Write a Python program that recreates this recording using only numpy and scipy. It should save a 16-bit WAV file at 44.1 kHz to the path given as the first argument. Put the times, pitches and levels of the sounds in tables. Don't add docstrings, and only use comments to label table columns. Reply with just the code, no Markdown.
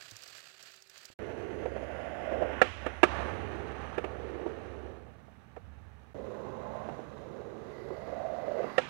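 import sys
import numpy as np
from scipy import signal
from scipy.fft import rfft, irfft, next_fast_len
from scipy.io import wavfile
from scipy.ndimage import uniform_filter1d, map_coordinates

SR = 44100
rng = np.random.default_rng(int(sys.argv[2]) if len(sys.argv) > 2 else 0)


def master_out(mix):
    frames = np.transpose(np.atleast_2d(mix))
    ceiling = np.clip(frames, -1, 1)
    pcm = np.round(ceiling * 32767).astype(np.int16)
    wavfile.write(sys.argv[1], SR, pcm)


N = 392049

# (kitchen end [s], first run start [s], first run end [s], second run start [s])
STRETCHES = (1.139, 1.19, 6.135, 6.145)
# (time [s], peak level [dB], clack re knock [dB], crack re knock [dB],
# tail weight [0-1], contact time [s], low-pass corner [Hz], echo level [dB], echo treble boost [dB])
SLAMS = [(2.615, -7.5, -1.5, -23.5, 0.89, 0.0049, 8000, -35.5, 3.5),
         (3.03, -6.5, -2.5, -25.5, 0.02, 0.0077, 14040, -45.5, 12),
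         (8.7795, -11.5, -6, -20, 0.92, 0.0046, 4500, -40.5, 8)]


def amp(db):
    return 10 ** (np.asarray(db) / 20)


def unit(x):
    return x / np.sqrt(np.mean(x ** 2) + 1e-20)


def steady(x, size):
    return x / np.sqrt(np.abs(uniform_filter1d(x ** 2, size=size)) + 1e-12)


def along(points, hz):
    f, v = np.transpose(points)
    return np.interp(np.log(hz + 1), np.log(f + 1), v)


def hump(hz, centre, octaves):
    return np.exp(-.5 * (np.log2((hz + 1) / centre) / octaves) ** 2)


def curves(rows):
    s, *cols = np.transpose(rows)
    return [np.interp(np.arange(N) / SR, s, c) for c in cols]


def wobble(rate, size):
    knots = rng.standard_normal(int(size * rate / SR) + 4)
    return map_coordinates(knots, [np.arange(size) * rate / SR])


def between(start, end):
    t = np.arange(N) / SR
    return uniform_filter1d(((t >= start) & (t < end)) * 1., size=128)


def add(track, s, sound):
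    part = track[round(s * SR):][:len(sound)]
    part += sound[:len(part)]


def filtered(x, response):
    n = x.shape[-1]
    m = next_fast_len(n + 8192)
    return irfft(rfft(x, m) * response(np.fft.rfftfreq(m, 1 / SR)), m)[..., :n]


def coloured(x, spectrum):
    return unit(filtered(x, lambda hz: amp(along(spectrum, hz))))


def swept(x, gain_db):
    hz, t, z = signal.stft(x, SR, nperseg=1024)
    return signal.istft(z * amp(gain_db(hz[:, None], t)), SR, nperseg=1024)[1][:len(x)]


def resonant(modes):
    def response(f):
        return sum(amp(db) * (1j * f * w / (c * c - f * f + 1j * f * w)) ** 2 for c, w, db in modes)
    return unit(filtered(rng.standard_normal(N), response))


def grains(rate, spread_db, size):
    struck = rng.random(size) < rate / SR
    sign = np.sign(rng.standard_normal(size))
    return unit(struck * sign * amp(spread_db * rng.standard_normal(size)))


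def kitchen():
    # (time [s], level [dB])
    sizzle_level = [(0, -53.5), (0.17, -57.5), (0.37, -54.5), (0.58, -60.5), (0.68, -56.5), (0.8, -64.5),
                    (0.88, -64.5), (0.99, -57), (1.13, -65)]
    # (frequency [Hz], relative density [dB])
    frying_colour = [(40, -28), (100, -5), (260, -15), (480, -6), (660, -4), (960, -11.5), (1300, -2.5),
                     (1750, 0), (2100, -4), (2600, -1), (3700, -5.5), (4600, -0.5), (5500, -10),
                     (7700, -8.5), (9800, -26), (13000, -19), (15500, -27)]
    # (time [s], peak level [dB])
    loud_spits = [(0.1116, -39), (0.1663, -36), (0.221, -45), (0.235, -39.5), (0.277, -42), (0.3768, -42),
                  (0.627, -41.5), (0.823, -45), (0.8975, -42.5), (0.9778, -42.5), (1.054, -38)]
    # (frequency [Hz], relative density [dB])
    spit_colour = [(800, -9), (2000, -18.5), (4800, 3.5), (7500, -0.5), (10000, -14), (15000, -10.5)]
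    # (time [s], peak level of the tone [dB], frequency [Hz])
    soft_knocks = [(0.118, -55.5, 106), (1.101, -74, 85)]
    end = STRETCHES[0]
    n = round(end * SR)
    room = amp(-79) * steady(resonant([(384.7, 12, 0)]), size=2000)
    clumps = unit(amp(2.5 * wobble(170, size=n)))
    sizzle = clumps * coloured(grains(9000, 3.4, size=n), frying_colour)
    add(room, 0, amp(curves(sizzle_level)[0][:n]) * sizzle)

    t = np.arange(SR // 8) / SR
    small_spits = [(rng.uniform(0, end), rng.normal(-51, 1)) for _ in range(12)]
    decay = amp(-60 * t / 0.022) + amp(-26 - 60 * t / 0.13)
    for s, db in loud_spits + small_spits:
        spit = coloured(rng.standard_normal(len(t)), spit_colour) * decay
        add(room, s, amp(db) * spit / np.abs(spit).max())

    swell = t / 0.014
    thud_colour = [(60, 0), (500, -7), (1500, -15), (5000, -50)]
    for s, db, hz in soft_knocks:
        thud = amp(-57 - 60 * t / .05) * coloured(rng.standard_normal(len(t)), thud_colour)
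        tone = swell * np.exp(1 - swell) * np.sin(2 * np.pi * hz * t)
        add(room, s, thud + amp(db) * tone)
    return room


def drone():
    # (time [s], level [dB])
    drone_level = [(1.3, -57), (1.7, -49.5), (2.19, -55), (2.38, -47.5), (3.07, -49), (3.2, -41),
                   (3.78, -51), (4.21, -49), (4.5, -56.5), (4.84, -50), (5.14, -60), (5.46, -73),
                   (5.62, -52.5), (5.95, -54), (6.06, -62), (7.7, -66), (8.14, -57), (8.69, -73)]
    # (centre [Hz], width of each cascaded band-pass [Hz], relative gain [dB])
    drone_modes = [(71.5, 5.4, -1), (95, 6.2, -10.5)]
    return amp(curves(drone_level)[0]) * steady(resonant(drone_modes), size=4000)


def trees(swell_s):
    # (frequency [Hz], t60 [s])
    tree_t60 = [(100, 0.36), (500, 0.25), (2500, 0.91), (6000, 0.97), (14000, .3)]
    # (frequency [Hz], relative density [dB])
    echo_colour = [(100, -5), (300, 11.5), (600, 6), (1300, -1.5), (2800, -4), (4500, -23.5), (7000, -29),
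                   (11000, -40), (15000, -51)]
    hz, t, z = signal.stft(coloured(rng.standard_normal(SR), echo_colour), SR, nperseg=256)
    decay = amp(-60 * t / along(tree_t60, hz)[:, None])
    tail = signal.istft(z * decay, SR, nperseg=256)[1]
    return tail * (1 - np.exp(-np.arange(len(tail)) / SR / swell_s))


def board_ringing():
    # (time [s], level [dB])
    truck_level = [(6.15, -68), (6.35, -58.5), (6.55, -52), (6.75, -49.5), (6.9, -54), (7.1, -76),
                   (7.3, -100)]
    whirr_level = [(7.5, -87), (7.75, -64), (8.1, -64.5), (8.3, -67), (8.78, -57.5), (8.82, -86)]
    boom_level = [(6.2, -60), (6.82, -50), (7.2, -57.5), (8.3, -57.5), (8.88, -58)]
    # (centre [Hz], width of each cascaded band-pass [Hz], relative gain [dB])
    truck_modes = [(856, 130, -1.5), (1025, 98, -0.52)]
    whirr_modes = [(1985, 200, 1), (4460, 1350, -18.5), (11400, 1200, -31)]
    boom_modes = [(140, 32, 0), (217.5, 30, 0)]
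    ringing_trucks = amp(curves(truck_level)[0]) * resonant(truck_modes)
    whirr = amp(curves(whirr_level)[0]) * resonant(whirr_modes)
    boom = amp(curves(boom_level)[0]) * resonant(boom_modes)
    return ringing_trucks + whirr + boom


def rolling(start, end, roar_curve, near_curve, grit_colour, hiss_colour, octaves, hiss_db, hiss_follows,
            rumble_db, rumble_fade_db_per_s, comb_db, comb_hz, comb_rise_hz_per_s):
    # (frequency [Hz], relative density [dB])
    roar_colour = [(130, -18.5), (240, 0), (340, 0), (480, -4.5), (700, -0.5), (850, -7.5), (1050, -26),
                   (1600, -58.5)]
    rumble_colour = [(20, -25), (45, -9), (70, 3.5), (115, 6.5), (160, 1.5), (210, 2.5), (270, -3.5),
                     (450, -53)]
    stretch = slice(round(start * SR), round(end * SR))
    roar_db, centre, grit_db = [c[stretch] for c in curves(roar_curve) + curves(near_curve)]
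    n = len(roar_db)
    t = np.arange(n) / SR

    height_db = np.maximum(5, 4.5 + 0.88 * (roar_db - grit_db))

    def gliding_hump(hz, s):
        return np.interp(s, t, height_db) * hump(hz, np.interp(s, t, centre), octaves)

    def comb(hz, s):
        return -comb_db * np.cos(2 * np.pi * hz / (comb_hz + comb_rise_hz_per_s * s))

    body = swept(coloured(grains(5000, 2.54, size=n), roar_colour), gliding_hump)
    roar = amp(roar_db) * steady(body, size=3000)
    grit = amp(grit_db) * coloured(grains(6000, 1.95, size=n), grit_colour)
    fizz = swept(coloured(grains(14000, 4.2, size=n), hiss_colour), comb)
    hiss = amp(hiss_db + hiss_follows * (grit_db - grit_db.mean())) * fizz
    rumble = steady(coloured(rng.standard_normal(n), rumble_colour), size=6000)
    rumble = amp(rumble_db - rumble_fade_db_per_s * t) * rumble
    bumpy = amp(0.75 * wobble(55, size=n))
    track = np.zeros(N)
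    add(track, start, rumble + bumpy * (roar + grit + hiss))
    return track


def blow(clack_db, crack_db, tail_weight, contact, clatter_db, clatter_t60, colour):
    # (frequency [Hz], t60 [s], tail term [dB], wheel term [dB]); the terms are weighted below
    deck_modes = [(252, 0.13, -13.5, -19.5), (357.6, 0.074, -27.5, -2), (510, 0.062, 10.5, -19),
                  (624.7, 0.044, -15, -2.5), (748, 0.04, -4, -6), (941, 0.028, -32, 1),
                  (1191, 0.06, -30.5, -6), (1347, 0.063, -12.5, -9.5), (1671, 0.041, -12, -10.5),
                  (1767, 0.015, -5, -9), (1892, 0.03, -1.5, -16), (2342, 0.035, -17.5, -9.5),
                  (2667, 0.026, -19, -11), (2804, 0.021, 2, -26), (3570, 0.033, -29, -18),
                  (3890, .04, -14.5, -23.5)]
    # (frequency [Hz], relative density [dB])
    clatter_colour = [(60, -45), (200, -3.5), (450, 6), (800, -2.5), (1050, 1.5), (1800, -7), (2700, -9),
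                      (3300, -18.5), (3900, -21), (6000, -25.5), (10000, -31), (15000, -50)]
    t = np.arange(SR // 6) / SR
    free = np.maximum(t - contact, 0)
    tail_weight = np.clip(tail_weight, 0, 1)
    ring = np.zeros(len(t))
    for hz, t60, tail_db, wheel_db in deck_modes:
        mode_db = tail_weight * tail_db + (2.0 - tail_weight) * wheel_db
        tone = np.sin(2 * np.pi * (hz * t + rng.random()))
        ring += colour(hz) * amp(mode_db - 60 * free / t60) * tone
    clatter = filtered(coloured(rng.standard_normal(len(t)), clatter_colour), colour)
    clatter = clatter * amp(-60 * free / clatter_t60)
    onset = 1 - np.exp(-t / 0.00069)
    hit = (unit(ring) + amp(clatter_db) * unit(clatter)) * onset

    def band(edge, kind):
        return unit(signal.sosfilt(signal.butter(5, edge, kind, fs=SR, output="sos"), hit))

    knock = band(930, "low")
    clack = band([1080, 3800], "band")
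    crack = band(3700, "high")
    hit = knock + amp(clack_db) * clack + amp(crack_db) * crack
    return hit / np.abs(hit).max()


def blows():
    # (time [s], peak level [dB], clack re knock [dB], centre of the knock's boost [Hz])
    joints = [(1.655, -24.5, -20, 486), (1.761, -25.5, -26, 523), (2.32, -27.5, -28, 585),
              (2.421, -22.5, -21, 572), (2.862, -22, -5.5, 320), (3.071, -33, -20, 641),
              (3.979, -20.5, -9.5, 434), (4.041, -26.5, -7, 405), (4.461, -24.5, -29, 367),
              (5.28, -49.5, -25, 694), (5.563, -37, -13.5, 474), (6.888, -26.5, -21, 653),
              (6.989, -31, -25, 467), (7.903, -32.5, -33, 373), (8.123, -33, -31, 549),
              (8.479, -33, -27, 630), (8.642, -29, -26, 516)]
    track = np.zeros(N)
    for s, db, clack_db, crack_db, tail_weight, contact, dull_hz, echo_db, bright_db in SLAMS:
        dull = lambda hz: 1 / np.sqrt(1 + (hz / dull_hz) ** 4)
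        hit = blow(clack_db, crack_db, tail_weight, contact, clatter_db=-6.5, clatter_t60=0.052, colour=dull)
        add(track, s, amp(db) * hit)
        treble = lambda hz: amp(bright_db * hump(hz, 4700, octaves=0.72))
        add(track, s, amp(echo_db) * filtered(trees(swell_s=0.0095), treble))
    for s, db, clack_db, knock_hz in joints:
        wheel = lambda hz: amp(14.5 * hump(hz, knock_hz, octaves=0.12))
        crack_db = -26 + 0.7 * clack_db
        hit = blow(clack_db, crack_db, tail_weight=0.53, contact=0.0054,
                   clatter_db=3.0, clatter_t60=0.051, colour=wheel)
        add(track, s, amp(db) * hit)
    return track


def scene():
    # (time [s], level [dB], hump centre [Hz])
    roar_approach = [(1.35, -43.5, 425), (1.58, -41.5, 400), (1.89, -43.5, 546), (2.2, -42, 665),
                     (2.41, -34, 513), (2.5, -38, 496), (2.72, -58.5, 550), (2.87, -45.5, 496),
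                     (2.97, -54.5, 640)]
    roar_away = [(3.07, -46, 598), (3.22, -40, 523), (3.4, -44.5, 424), (3.63, -43, 406),
                 (3.96, -51.5, 480), (4.13, -45, 454), (4.45, -41.5, 410), (4.65, -49, 446),
                 (4.86, -47.5, 433), (5.28, -68, 460)]
    roar_again = [(6.25, -44.5, 470), (6.55, -45.5, 485), (6.78, -44.5, 577), (7.08, -52.5, 493),
                  (7.43, -45.5, 457), (7.7, -49, 432), (7.92, -44.5, 454), (8.03, -45.5, 540),
                  (8.27, -38, 627), (8.42, -40.5, 590), (8.6, -34, 510), (8.74, -50, 484),
                  (8.88, -55.5, 524)]
    # (time [s], level [dB])
    near_approach = [(1.62, -53.5), (2.17, -49.5), (2.61, -45), (2.73, -57), (2.87, -46.5), (3.0, -54)]
    near_away = [(3.07, -44), (3.19, -39.5), (3.38, -46.5), (3.64, -49), (3.82, -48), (4.12, -52.5),
                 (4.5, -53), (4.86, -58), (5.15, -66), (6.1, -66.5)]
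    near_again = [(6.2, -58.5), (6.6, -56.5), (6.92, -54), (7.14, -58.5), (7.85, -58.5), (8.05, -55),
                  (8.5, -53), (8.67, -48), (8.88, -52.5)]
    # (frequency [Hz], relative density [dB])
    grit_approach = [(560, -18), (900, 1), (1020, -7), (1140, 1), (1240, -6), (1420, 0), (1900, -2.5),
                     (2080, -3.5), (2260, -9), (2640, -7.5), (3200, -15), (3750, -30), (5000, -56)]
    grit_away = [(470, -25), (800, 0.5), (1020, -6), (1140, -1), (1420, -5.5), (1760, -5), (2030, -10),
                 (2900, -14.5), (3350, -22), (4500, -49), (5850, -65), (9900, -120)]
    grit_again = [(530, -16), (900, 0), (1180, 1), (1380, -5), (1550, -4), (1850, -9.5), (2040, -8),
                  (2230, -15), (2700, -15), (3300, -23), (3900, -30), (4500, -43), (6000, -65)]
    hiss_approach = [(2500, -12), (3600, 3.5), (4700, -4.5), (6400, -3.5), (7300, -10.5), (8200, -15.5),
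                     (9200, -12.5), (9900, -16), (10700, -10), (11800, -27.5), (16000, -45)]
    hiss_away = [(2500, -14), (3800, 3), (5330, -8), (6050, -4.5), (6700, -9.5), (7500, -15.5),
                 (8650, -13.5), (9740, -17), (10600, -17.5), (11500, -30.5), (16000, -48)]
    hiss_again = [(2500, -10), (3900, 3.5), (4400, -5), (5400, -8), (6100, -6), (7000, -7.5), (7700, -18),
                  (9400, -15.5), (10400, -21), (11400, -18.5), (12500, -39), (16000, -53)]
    # (frequency [Hz], gain [dB])
    leak_gain = [(60, -44), (400, -40.5), (1500, -43), (8000, -53.5)]
    scatter_gain = [(60, -36), (120, -22), (400, -35.5), (1000, -31), (2800, -25), (4000, -21.5),
                    (8000, -17)]

    indoors_end, first, first_end, second = STRETCHES
    landing = SLAMS[1][0]
    approach = rolling(first, landing, roar_approach, near_approach, grit_approach, hiss_approach, octaves=0.31,
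                       hiss_db=-71.5, hiss_follows=0.15, rumble_db=-51, rumble_fade_db_per_s=5.5,
                       comb_db=2.5, comb_hz=1656, comb_rise_hz_per_s=400)
    away = rolling(landing, first_end, roar_away, near_away, grit_away, hiss_away, octaves=0.28,
                   hiss_db=-75.5, hiss_follows=0.78, rumble_db=-49.0, rumble_fade_db_per_s=4.5,
                   comb_db=1.0, comb_hz=2500, comb_rise_hz_per_s=-90)
    again = rolling(second, N / SR, roar_again, near_again, grit_again, hiss_again, octaves=0.32,
                    hiss_db=-72.5, hiss_follows=0.46, rumble_db=-52.5, rumble_fade_db_per_s=3.5,
                    comb_db=-0.5, comb_hz=2650, comb_rise_hz_per_s=60)
    outdoors = approach + away + again
    outdoors += board_ringing() * between(second, np.inf) + drone() * between(first, np.inf)
    right = 2 * (outdoors + blows() + kitchen() * between(0, indoors_end))

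    t = np.arange(SR // 4) / SR
    scatter = rng.standard_normal(len(t)) * amp(-60 * t / 0.5)
    diffuse = signal.fftconvolve(2 * outdoors, scatter / np.linalg.norm(scatter))[:N]
    leaked = filtered(right, lambda hz: amp(along(leak_gain, hz)))
    scattered = filtered(diffuse, lambda hz: amp(along(scatter_gain, hz)))
    return np.array([leaked + scattered, right])


def record(dry):
    # (frequency [Hz], relative density [dB])
    noise_colour = [(20, -15), (100, -8), (200, -8.5), (1000, -17.5), (5000, -22), (15000, -25)]
    noise = amp([[-79.5], [-84]]) * coloured(rng.standard_normal((2, N)), noise_colour)
    noise = noise * (1 - between(STRETCHES[0], STRETCHES[1]))
    return filtered(dry + noise, lambda hz: hz < 15850)


dry = scene()
out = record(dry)
master_out(out)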